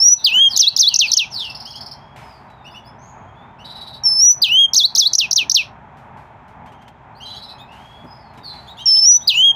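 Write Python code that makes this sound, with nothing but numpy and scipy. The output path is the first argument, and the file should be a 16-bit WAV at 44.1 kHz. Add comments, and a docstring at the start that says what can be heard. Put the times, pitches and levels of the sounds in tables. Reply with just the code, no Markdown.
"""A caged canary sings close by in a small room: a high whistle, a swoop into a low whistle, then fast zigzag sweeps.
Each note is a near sine that follows drawn pitch and level contours, with weak overtones and a little breath noise.
Other cage birds, made the same way, answer and twitter further off, mostly heard by way of the room.
Puffs of coloured noise make the perch sounds; two faint hum tones and filtered noise make the airy hiss behind.
The recorder's gain control pulls everything down under each loud note."""
import sys
import numpy as np
from scipy import signal
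from scipy.fft import rfft, irfft, next_fast_len
from scipy.io import wavfile
from scipy.ndimage import uniform_filter1d, minimum_filter1d

SR = 44100
rng = np.random.default_rng(int(sys.argv[2]) if len(sys.argv) > 2 else 0)


def log_audio(samples):
    """Write samples as a 16-bit WAV file to the path given in sys.argv[1]."""
    # one column per channel
    frames = np.atleast_2d(samples).T
    # limit to full scale, then quantise
    limited = np.clip(frames, -1, 1)
    pcm = np.round(limited * 32767).astype(np.int16)
    wavfile.write(sys.argv[1], SR, pcm)


N = 421155
TIME = np.arange(N) / SR

# Syllable shapes of the near bird, a few strokes between turning points of the voice:
# (time from the start [s], pitch [Hz], effort [dB], bend of the stroke that ends here)
SWOOP = [(0, 3500, -28, 0), (.008, 4950, 4, 1), (.034, 3200, 1, -.1), (.068, 2480, -7, .8),
         (.11, 2930, -3, 0), (.15, 3080, 1, .3), (.19, 3275, 6, .7), (.247, 3170, -6, -.7)]
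UNDERTONE = [(0, 3268, -1, 0), (.036, 2930, 0, 0.9)]
HIGH_VOICE = [(0, 6850, 0, 0), (.03, 6970, 8, .6), (.08, 6900, 1, -.5)]
ZIGZAG = [(0, 6430, -3.5, 0), (.016, 3355, -21, .2), (.029, 5144, -9, -.2), (.039, 6610, 4.5, 0.41),
          (.048, 5700, 4.5, -0.34), (.087, 3414, 2, 0.98), (.102, 3580, -8, -.9), (.114, 4000, 5, 0.18),
          (.131, 4883, -2.5, -0.11)]
SPARK = [(0, 7840, 7, 0), (.008, 6330, -4.5, 0.54)]
VEE = [(0, 7020, 5, 0), (.013, 3680, -15.5, -0.005), (.023, 5650, 4, -.2), (.033, 6800, -8, 0.59)]
DIVE = [(0, 6990, 0, 0), (.045, 2770, 0, 0.38), (.084, 2340, -1.5, .1)]
# Syllable shapes of the other birds:
# (time from the start [s], pitch [Hz], effort [dB], bend of the stroke that ends here)
FALL = [(0, 6480, -21.5, 0), (.055, 4640, 0.5, .3), (.16, 2791, 7, .2), (.215, 2660, -3.5, 0.71)]
TWITTER = [(0, 4380, 12.5, 0), (.011, 5820, 1.5, 0.28), (.016, 4280, -32, 0.061), (.021, 4300, 2.5, 0),
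           (.034, 6260, -9, .3)]
CHIP = [(0, 2530, 6, 0), (.04, 3020, 5.5, 1), (.056, 2800, -9, -1)]
CHIRP = [(0, 3600, -6, 0), (.014, 4020, -1, 1), (.054, 3920, -11, 0)]


def from_db(db):
    """Turn decibels into an amplitude factor."""
    return 10 ** (np.asarray(db) / 20)


def rms_one(x):
    """Scale a sound to rms 1."""
    return x / np.sqrt(np.mean(x ** 2) + 1e-20)


def at_hz(points, hz):
    """Read a spectrum on a log-frequency axis."""
    point_hz, db = np.transpose(points)
    return np.interp(np.log(np.maximum(hz, 1)), np.log(point_hz), db)


def noise(spectrum, size=N):
    """Noise of a given colour, rms 1, fading away below its lowest point."""
    hz = np.arange(size // 2 + 1) * SR / size
    low_fade = np.minimum(hz / spectrum[0][0], 1) ** 2
    gain = from_db(at_hz(spectrum, hz)) * low_fade
    return rms_one(irfft(rfft(rng.standard_normal(size)) * gain, size))


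def waver(t, per_s):
    """A smooth random wobble of spread about 1, with per_s new random values a second."""
    place = (t - t[0]) * per_s
    knots = rng.standard_normal(int(place[-1]) + 2)
    eased = np.floor(place) + np.sin(np.pi / 2 * (place % 1)) ** 2
    return np.interp(eased, np.arange(len(knots)), knots)


def add(out, start_s, sound):
    """Mix a sound in at a given time."""
    i = int(np.clip(round(start_s * SR), 0, N))
    out[i:i + len(sound)] += sound[:N - i]


def song():
    """The near bird: each learned shape is repeated at slightly different pitch and strength."""
    # (shape, overtones [dB], rasp [0-1], rows of (time [s], level [dB], pitch ratio))
    phrases = [ (SWOOP, -25.5, 0.00033, [(.239, 1.5, 1), (4.415, 1, 1), (9.271, 1, 1.003)]),
               (UNDERTONE, -17, .004, [(.275, -11, 1), (4.458, -14, 1), (9.311, -12, 0.98)]),
               (HIGH_VOICE, -30, .015, [(.33, -33, 1), (9.345, -28, 1)]),
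               (ZIGZAG, -28.5, 0.0016, [(.562, 2.5, 0.97), (.7625, 3.5, 0.99), (4.733, 0.5, 0.98),
               (4.9495, -1, 0.98)]), (SPARK, -15.5, 0.028, [(.572, 7, 0.94), (.773, -8, 0.94),
               (4.743, -9, 0.93), (4.959, -10, 0.93)]), (VEE, -36.5, 0.00077, [(.939, -0.5, 1.01),
               (1.115, 1, 1), (5.131, -3.5, 1.04), (5.3085, -5.5, 1.024), (5.4945, -7, 1)]),
               (DIVE, -32, 0.00085, [(.987, 2.5, 1.005), (1.1665, 1.5, 1), (5.1795, -1.5, 1.022),
               (5.357, -1, 1), (5.542, 3, 1)])]
    out = np.zeros(N)
    for shape, overtones_db, rasp, repeats in phrases:
        for start, db, ratio in repeats:
            sound = syllable(shape, ratio, overtones_db + brightness(start), rasp)
            add(out, start, from_db(db) * sound)
    return out


def whistles(attack_s=0.018, attack_db=12, step_rasp=.002):
    """Long notes: a held pitch, a slightly hoarse step up with more effort, a slow climb, a quick release."""
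    # The near bird's long high whistles: (start [s], middle of the step [s], end [s], step time [s],
    # step [Hz], level before [dB], level after [dB])
    long_notes = [(0, 0.035, .146, 0.019, 427, -2, 9), (4.035, 4.213, 4.335, 0.015, 431, -6, 5.5),
                  (8.856, 9.059, 9.176, 0.014, 438, -0.5, 6)]
    held_hz, climb_hz_per_s = 5299, 2000
    flick_hz, flick_s = 414, .012   # a drop onto the pitch from above
    release_s, release_db = .02, 16
    out = np.zeros(N)
    for start, step_at, end, step_s, step_hz, before_db, after_db in long_notes:
        t = np.arange(start, end, 1 / SR)
        step = .5 + .5 * np.tanh((t - step_at) / step_s)
        has_flick = step_at - start > 2 * step_s   # left out where the step comes at once
        flick = flick_hz * np.exp(-(t - start) / flick_s) * has_flick
        climb = climb_hz_per_s * np.maximum(t - step_at, 0)
        pitch = held_hz + flick + step_hz * step + climb + 22 * waver(t, 35)
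        attack = attack_db * np.exp(-(t - start) / attack_s)
        release = release_db * np.clip(1 - (end - t) / release_s, 0, 1) ** 2
        level = before_db + (after_db - before_db) * step - attack - release
        rasp = step_rasp * step * (1 - step)   # hoarse only during the step
        add(out, start, note(pitch, level, -26 + brightness(start), rasp, flutter_db=3.67))
    return out


def brightness(s):
    """Overtone level (dB) from phrase to phrase, as the near bird turns its head."""
    # (time [s], level [dB])
    head_turns = [(0, -3), (1.2, -2.5), (4.4, -1.5), (5.5, 3.5), (8.86, -7.5), (9.27, -3.5)]
    return np.interp(s, *np.transpose(head_turns))


def syllable(shape, ratio, overtones_db, rasp):
    """Strokes joined end to end; the level is the effort plus how well the pitch carries."""
    # How strongly each pitch carries; the lowest notes are weak: (frequency [Hz], level [dB])
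    carrying_power = [(2350, -23), (2650, -10.5), (3000, -7), (3300, -2.5), (3600, -3.5), (4050, 0.5),
                      (4600, -1), (5700, 7.5), (6900, -7.5)]
    s, hz, effort, bend = np.transpose(sorted(shape))
    t = np.arange(s[0], s[-1], 1 / SR)
    place = np.interp(t, s, np.arange(len(s)))
    k = np.minimum(place.astype(int), len(s) - 2)   # which stroke
    pitch = ratio * glide(hz[k], hz[k + 1], bend[k + 1], place - k)
    level = np.interp(t, s, effort) + at_hz(carrying_power, pitch)
    return note(pitch, level, overtones_db, rasp)


def glide(from_hz, to_hz, bend, u):
    """Pitch along one stroke, as u goes from 0 to 1."""
    # Bend 1 sets off fast and eases in, -1 starts gently and speeds up, 0 is an even glide
    return from_hz * (to_hz / from_hz) ** (u + bend * u * (1 - u))


def note(pitch, level, overtones_db, rasp, flutter_db=1.04, ripple_db=3.5, rolloff_db=6.5, air_db=15,
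         strain_db=6, strain_rasp=0.018, edge_s=.004):
    """The syrinx: a near sine on a pitch and level contour, with weak overtones coloured by the beak."""
    # Air rushing past the syrinx: (frequency [Hz], level [dB])
    breath_colour = [(2200, -24.5), (2900, -6.5), (4500, 14.5), (6000, -6), (7000, -15), (8000, -9.5),
                     (10000, -2.5), (14800, -6.5), (16000, -24)]
    # Overtone colour given by the beak: (frequency [Hz], level [dB])
    beak_colour = [(4500, 3), (6500, 1), (7300, -9.5), (8500, -10), (10400, 1), (12500, -10), (14800, 17.5),
                   (16000, -12)]
    t = TIME[:len(pitch)]
    hz = uniform_filter1d(pitch, size=130, mode="nearest")   # muscles round the corners
    # Fast glides are brighter and noisier than held notes
    strain = np.tanh(np.gradient(np.log(hz)) * SR / 25) ** 2
    hz = hz * (1 + rasp * waver(t, 2500) + .0008 * waver(t, 90))
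    phase = 2 * np.pi * np.cumsum(hz) / SR
    breath = noise(breath_colour, size=next_fast_len(len(t)))[:len(t)]
    tone = np.sin(phase) + (rasp + strain_rasp * strain) * from_db(air_db) * breath
    for k in range(2, 7):
        overtone_db = overtones_db + strain_db * strain - rolloff_db * (k - 2) + at_hz(beak_colour, k * hz)
        tone += from_db(overtone_db) * (k * hz < SR / 2) * np.sin(k * phase)
    to_nearest_end = np.minimum(t, t[-1] - t)
    gate = np.sin(np.pi / 2 * np.clip(to_nearest_end / edge_s, 0, 1)) ** 2
    unsteady_level = level + flutter_db * waver(t, 80) + ripple_db * strain * waver(t, 220)
    return tone * gate * from_db(unsteady_level)


def answers(run_swell_db=2):
    """The other birds: runs of one syllable, loudest in the middle, some with a drifting tempo."""
    # (shape, overtones [dB], rasp [0-1],
    # rows of (start [s], count, first gap [s], growth of each gap [s], level [dB], pitch ratio))
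    calls = [ (FALL, -24.5, 0.017, [(.475, 2, .295, 0, -16.5, 0.98), (1.02, 2, .28, 0, -21, 1)]),
             (TWITTER, -24.5, 0.01, [(1.338, 12, .052, 0, -33, 0.96)]),
             (CHIP, -14, .012, [(1.655, 2, .08, 0, -35, 1.1), (2.642, 2, .093, 0, -32, 0.97),
             (2.7, 2, .145, 0, -54, 1.74), (3.585, 1, 0, 0, -39.5, 1), (6.65, 4, .065, 0.00071, -55, 1.06),
             (7.15, 2, .055, 0, -52.5, 1.59), (7.2, 1, 0, 0, -32.5, 1.06), (7.265, 2, .065, 0, -35, 1.12),
             (7.58, 1, 0, 0, -42, 1.23), (8.672, 7, .0965, -.003, -37.5, 1.27),
             (8.785, 4, .073, .0066, -29.5, 1.06)]),
             (CHIRP, -25.5, 0.034, [(3.642, 6, .05, 0.0036, -25.5, 0.98), (7.25, 5, .049, .006, -26.5, 1)])]
    out = np.zeros(N)
    for shape, overtones_db, rasp, runs in calls:
        for start, count, gap, growth, db, ratio in runs:
            for k in range(round(count)):
                swell = run_swell_db * (np.sin(np.pi * (k + .5) / round(count)) - 1)
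                at_s = start + gap * k + growth * k * (k - 1) / 2
                add(out, at_s, from_db(db + swell) * syllable(shape, ratio, overtones_db, rasp))
    return out


def slurs(swell_db=4.5):
    """Soft slurred whistles from further off: single pitch strokes that swell and fade."""
    # (start [s], length [s], from [Hz], to [Hz], bend, level [dB])
    strokes = [(0, .1, 3740, 3313, .3, -47), (.05, 0.12, 2950, 2575, 0.47, -48),
               (0.146, 0.064, 4540, 3480, 0, -29), (0.346, 0.065, 1300, 1900, 0.66, -30.5),
               (1.879, 0.28, 3100, 3335, 0.7, -53), (2.22, 0.16, 5200, 4310, -0.83, -49.5),
               (2.48, 0.41, 4000, 3405, 1, -55), (2.984, 0.13, 5950, 6730, 1.22, -46.5),
               (3.197, 0.13, 3200, 3260, 0, -58), (3.341, 0.11, 3290, 3660, 0.55, -53.5),
               (7.434, 0.052, 5160, 5150, -0.33, -44), (7.475, 0.136, 2586, 2510, 0.12, -49.5),
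               (7.67, 0.085, 2520, 3060, 0.45, -45.5), (7.783, 0.23, 3150, 3375, 0.89, -44.5),
               (8.06, 0.12, 4970, 5094, 1.03, -45.5), (8.16, 0.15, 4900, 4130, 0.18, -54),
               (8.36, 0.19, 3900, 3440, 0.19, -48.5), (8.433, 0.088, 4830, 4030, 1.3, -27.5)]
    out = np.zeros(N)
    for start, length, from_hz, to_hz, bend, db in strokes:
        u = np.linspace(0, 1, int(length * SR))
        level = db + swell_db * (np.sin(np.pi * u) - 1)
        pitch = glide(from_hz, to_hz, bend, u)
        add(out, start, note(pitch, level, overtones_db=-22.5, rasp=0.015))
    return out


def room(x, walls_db, tail_db, t60_s, early_db, early_s=0.036, build_s=0.0024):
    """A few reflections off near walls, a dense early scatter, then a diffuse tail."""
    # First reflections: (delay [s], level [dB])
    wall_echoes = [(.0013, -40), (.0031, -15.5), (.0056, -14)]
    # Colour of the scatter and tail: (frequency [Hz], level [dB])
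    tail_colour = [(1000, -8.5), (2500, 1.5), (4200, -0.5), (6000, -2), (8000, 1.5), (15000, -5.5)]
    t = TIME[:SR // 2]
    decay = from_db(-60 * t / t60_s) + from_db(early_db) * np.exp(-t / early_s)
    build = 1 - np.exp(-t / build_s)
    tail = noise(tail_colour, size=len(t)) * decay * build
    out = x + from_db(tail_db) * signal.fftconvolve(x, tail / np.linalg.norm(tail))[:N]
    for delay, db in wall_echoes:
        echo = np.interp(TIME - round(delay * SR) / SR, TIME, x, left=0)
        out += from_db(db + walls_db) * echo
    return out


def perch():
    """Claws and feathers on the perch as scuffs of noise, with soft low bumps."""
    # Scuffs: (time [s], level [dB], decay [s])
    scuffs = [(2.16, -43.5, 0.12), (2.5, -53.5, 0.015), (2.79, -56, 0.017), (5.97, -53, .06),
              (6.17, -53.5, 0.075), (6.48, -53.5, 0.037), (6.66, -49, 0.027), (6.72, -51.5, 0.02),
              (6.82, -48, 0.014), (6.88, -40.5, 0.01), (7.72, -49.5, 0.24), (8.335, -52.5, 0.027),
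              (8.375, -44, 0.016), (8.53, -50, 0.17)]
    # Bumps: (time [s], level [dB], decay [s])
    bumps = [(.36, -34.5, 0.03), (4.64, -52, 0.036), (5.425, -35, .03), (8.04, -30.5, 0.016),
             (8.37, -41, 0.056)]
    # Colour of the scuffs: (frequency [Hz], level [dB])
    scuff_colour = [(300, -5), (2200, 4.5), (4000, -6), (7000, -13.5), (14000, -21), (16000, -45)]
    # Colour of the bumps: (frequency [Hz], level [dB])
    bump_colour = [(40, -24.5), (130, -4), (260, -1.5), (450, -10), (1200, -23.5), (4000, -50.5)]
    return bursts(scuffs, scuff_colour, rise_s=0.00055) + bursts(bumps, bump_colour, rise_s=0.0045)


def bursts(table, colour, rise_s):
    """Puffs of noise that swell quickly and die away."""
    level = np.zeros(N)
    t = TIME[:SR]
    for start, db, decay in table:
        add(level, start, from_db(db) * (1 - np.exp(-t / rise_s)) * np.exp(-t / decay))
    return level * noise(colour)


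def background():
    """Airy hiss from a slightly wavering low noise and a steady high one, with a faint hum of sines."""
    # Colour of the low part: (frequency [Hz], level [dB])
    low_colour = [(18, -44), (30, -16.5), (52, -9.5), (124, 0.5), (147, -3.5), (173, -6.5), (247, -4.5),
                  (287, -15), (425, -12), (503, -19.5), (562, -10.5), (897, -1.5), (1100, -10), (1690, -17),
                  (2600, -24.5), (3380, -52), (5720, -120)]
    # Colour of the high part: (frequency [Hz], level [dB])
    top_colour = [(1800, -32.5), (2500, -10.5), (3200, -1), (4500, -18), (7000, -21), (10000, -35.5),
                  (15000, -36.5)]
    # Hum tones: (frequency [Hz], rms level [dB])
    hum_tones = [(63, -58), (139, -57)]
    hum = np.zeros(N)
    for hz, db in hum_tones:
        phase = 2 * np.pi * hz * TIME + 0.69 * waver(TIME, 1.3)
        hum += from_db(db) * np.sqrt(2) * np.sin(phase)
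    low = from_db(-42 + 1.4 * waver(TIME, 11)) * noise(low_colour)
    return low + from_db(-68) * noise(top_colour) + hum


def scene():
    """The near bird is almost dry; the others arrive mostly by way of the room."""
    near = room(song() + whistles(), walls_db=1.0, tail_db=-19.5, t60_s=0.19, early_db=-2, early_s=0.018)
    far = room(answers(), walls_db=2.5, tail_db=-1, t60_s=.52, early_db=17.5, early_s=0.016)
    farthest = room(slurs(), walls_db=3.5, tail_db=4.5, t60_s=.75, early_db=6)
    others = from_db(-5) * far + from_db(-8) * farthest
    # Distance dulls the overtones
    distant = signal.lfilter(*signal.butter(1, 9000, fs=SR), others)
    return (near + distant + perch() + background())[None]


def gain_control(x, threshold_db=-10.5, slope=0.77, release_db_per_s=170, attack_s=0.00028):
    """Loud notes turn the gain down just ahead of their peaks; it recovers within a tenth of a second."""
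    level = 10 * np.log10(np.maximum(uniform_filter1d(x[0] ** 2, size=128), 1e-12))
    cut = np.clip(slope, 0, 1) * np.maximum(level - threshold_db, 0)
    cut = -minimum_filter1d(-cut, size=200)   # looks 2 ms ahead
    release = release_db_per_s * TIME
    cut = np.maximum.accumulate(cut + release) - release   # the cut lets go at a steady rate
    cut = uniform_filter1d(cut, size=66)   # the gain moves smoothly, without ticks
    r = np.exp(-1 / (attack_s * SR))
    return x * from_db(-signal.lfilter([1 - r], [1, -r], cut))


def record(dry):
    """Gain control, a ceiling on the peaks, and a steep top cut at 15.5 kHz."""
    held = np.clip(gain_control(dry), -.97, .97)
    top_cut = signal.ellip(10, .1, 80, 15500, fs=SR, output="sos")
    return signal.sosfilt(top_cut, held)


dry = scene()
out = record(dry)
log_audio(out)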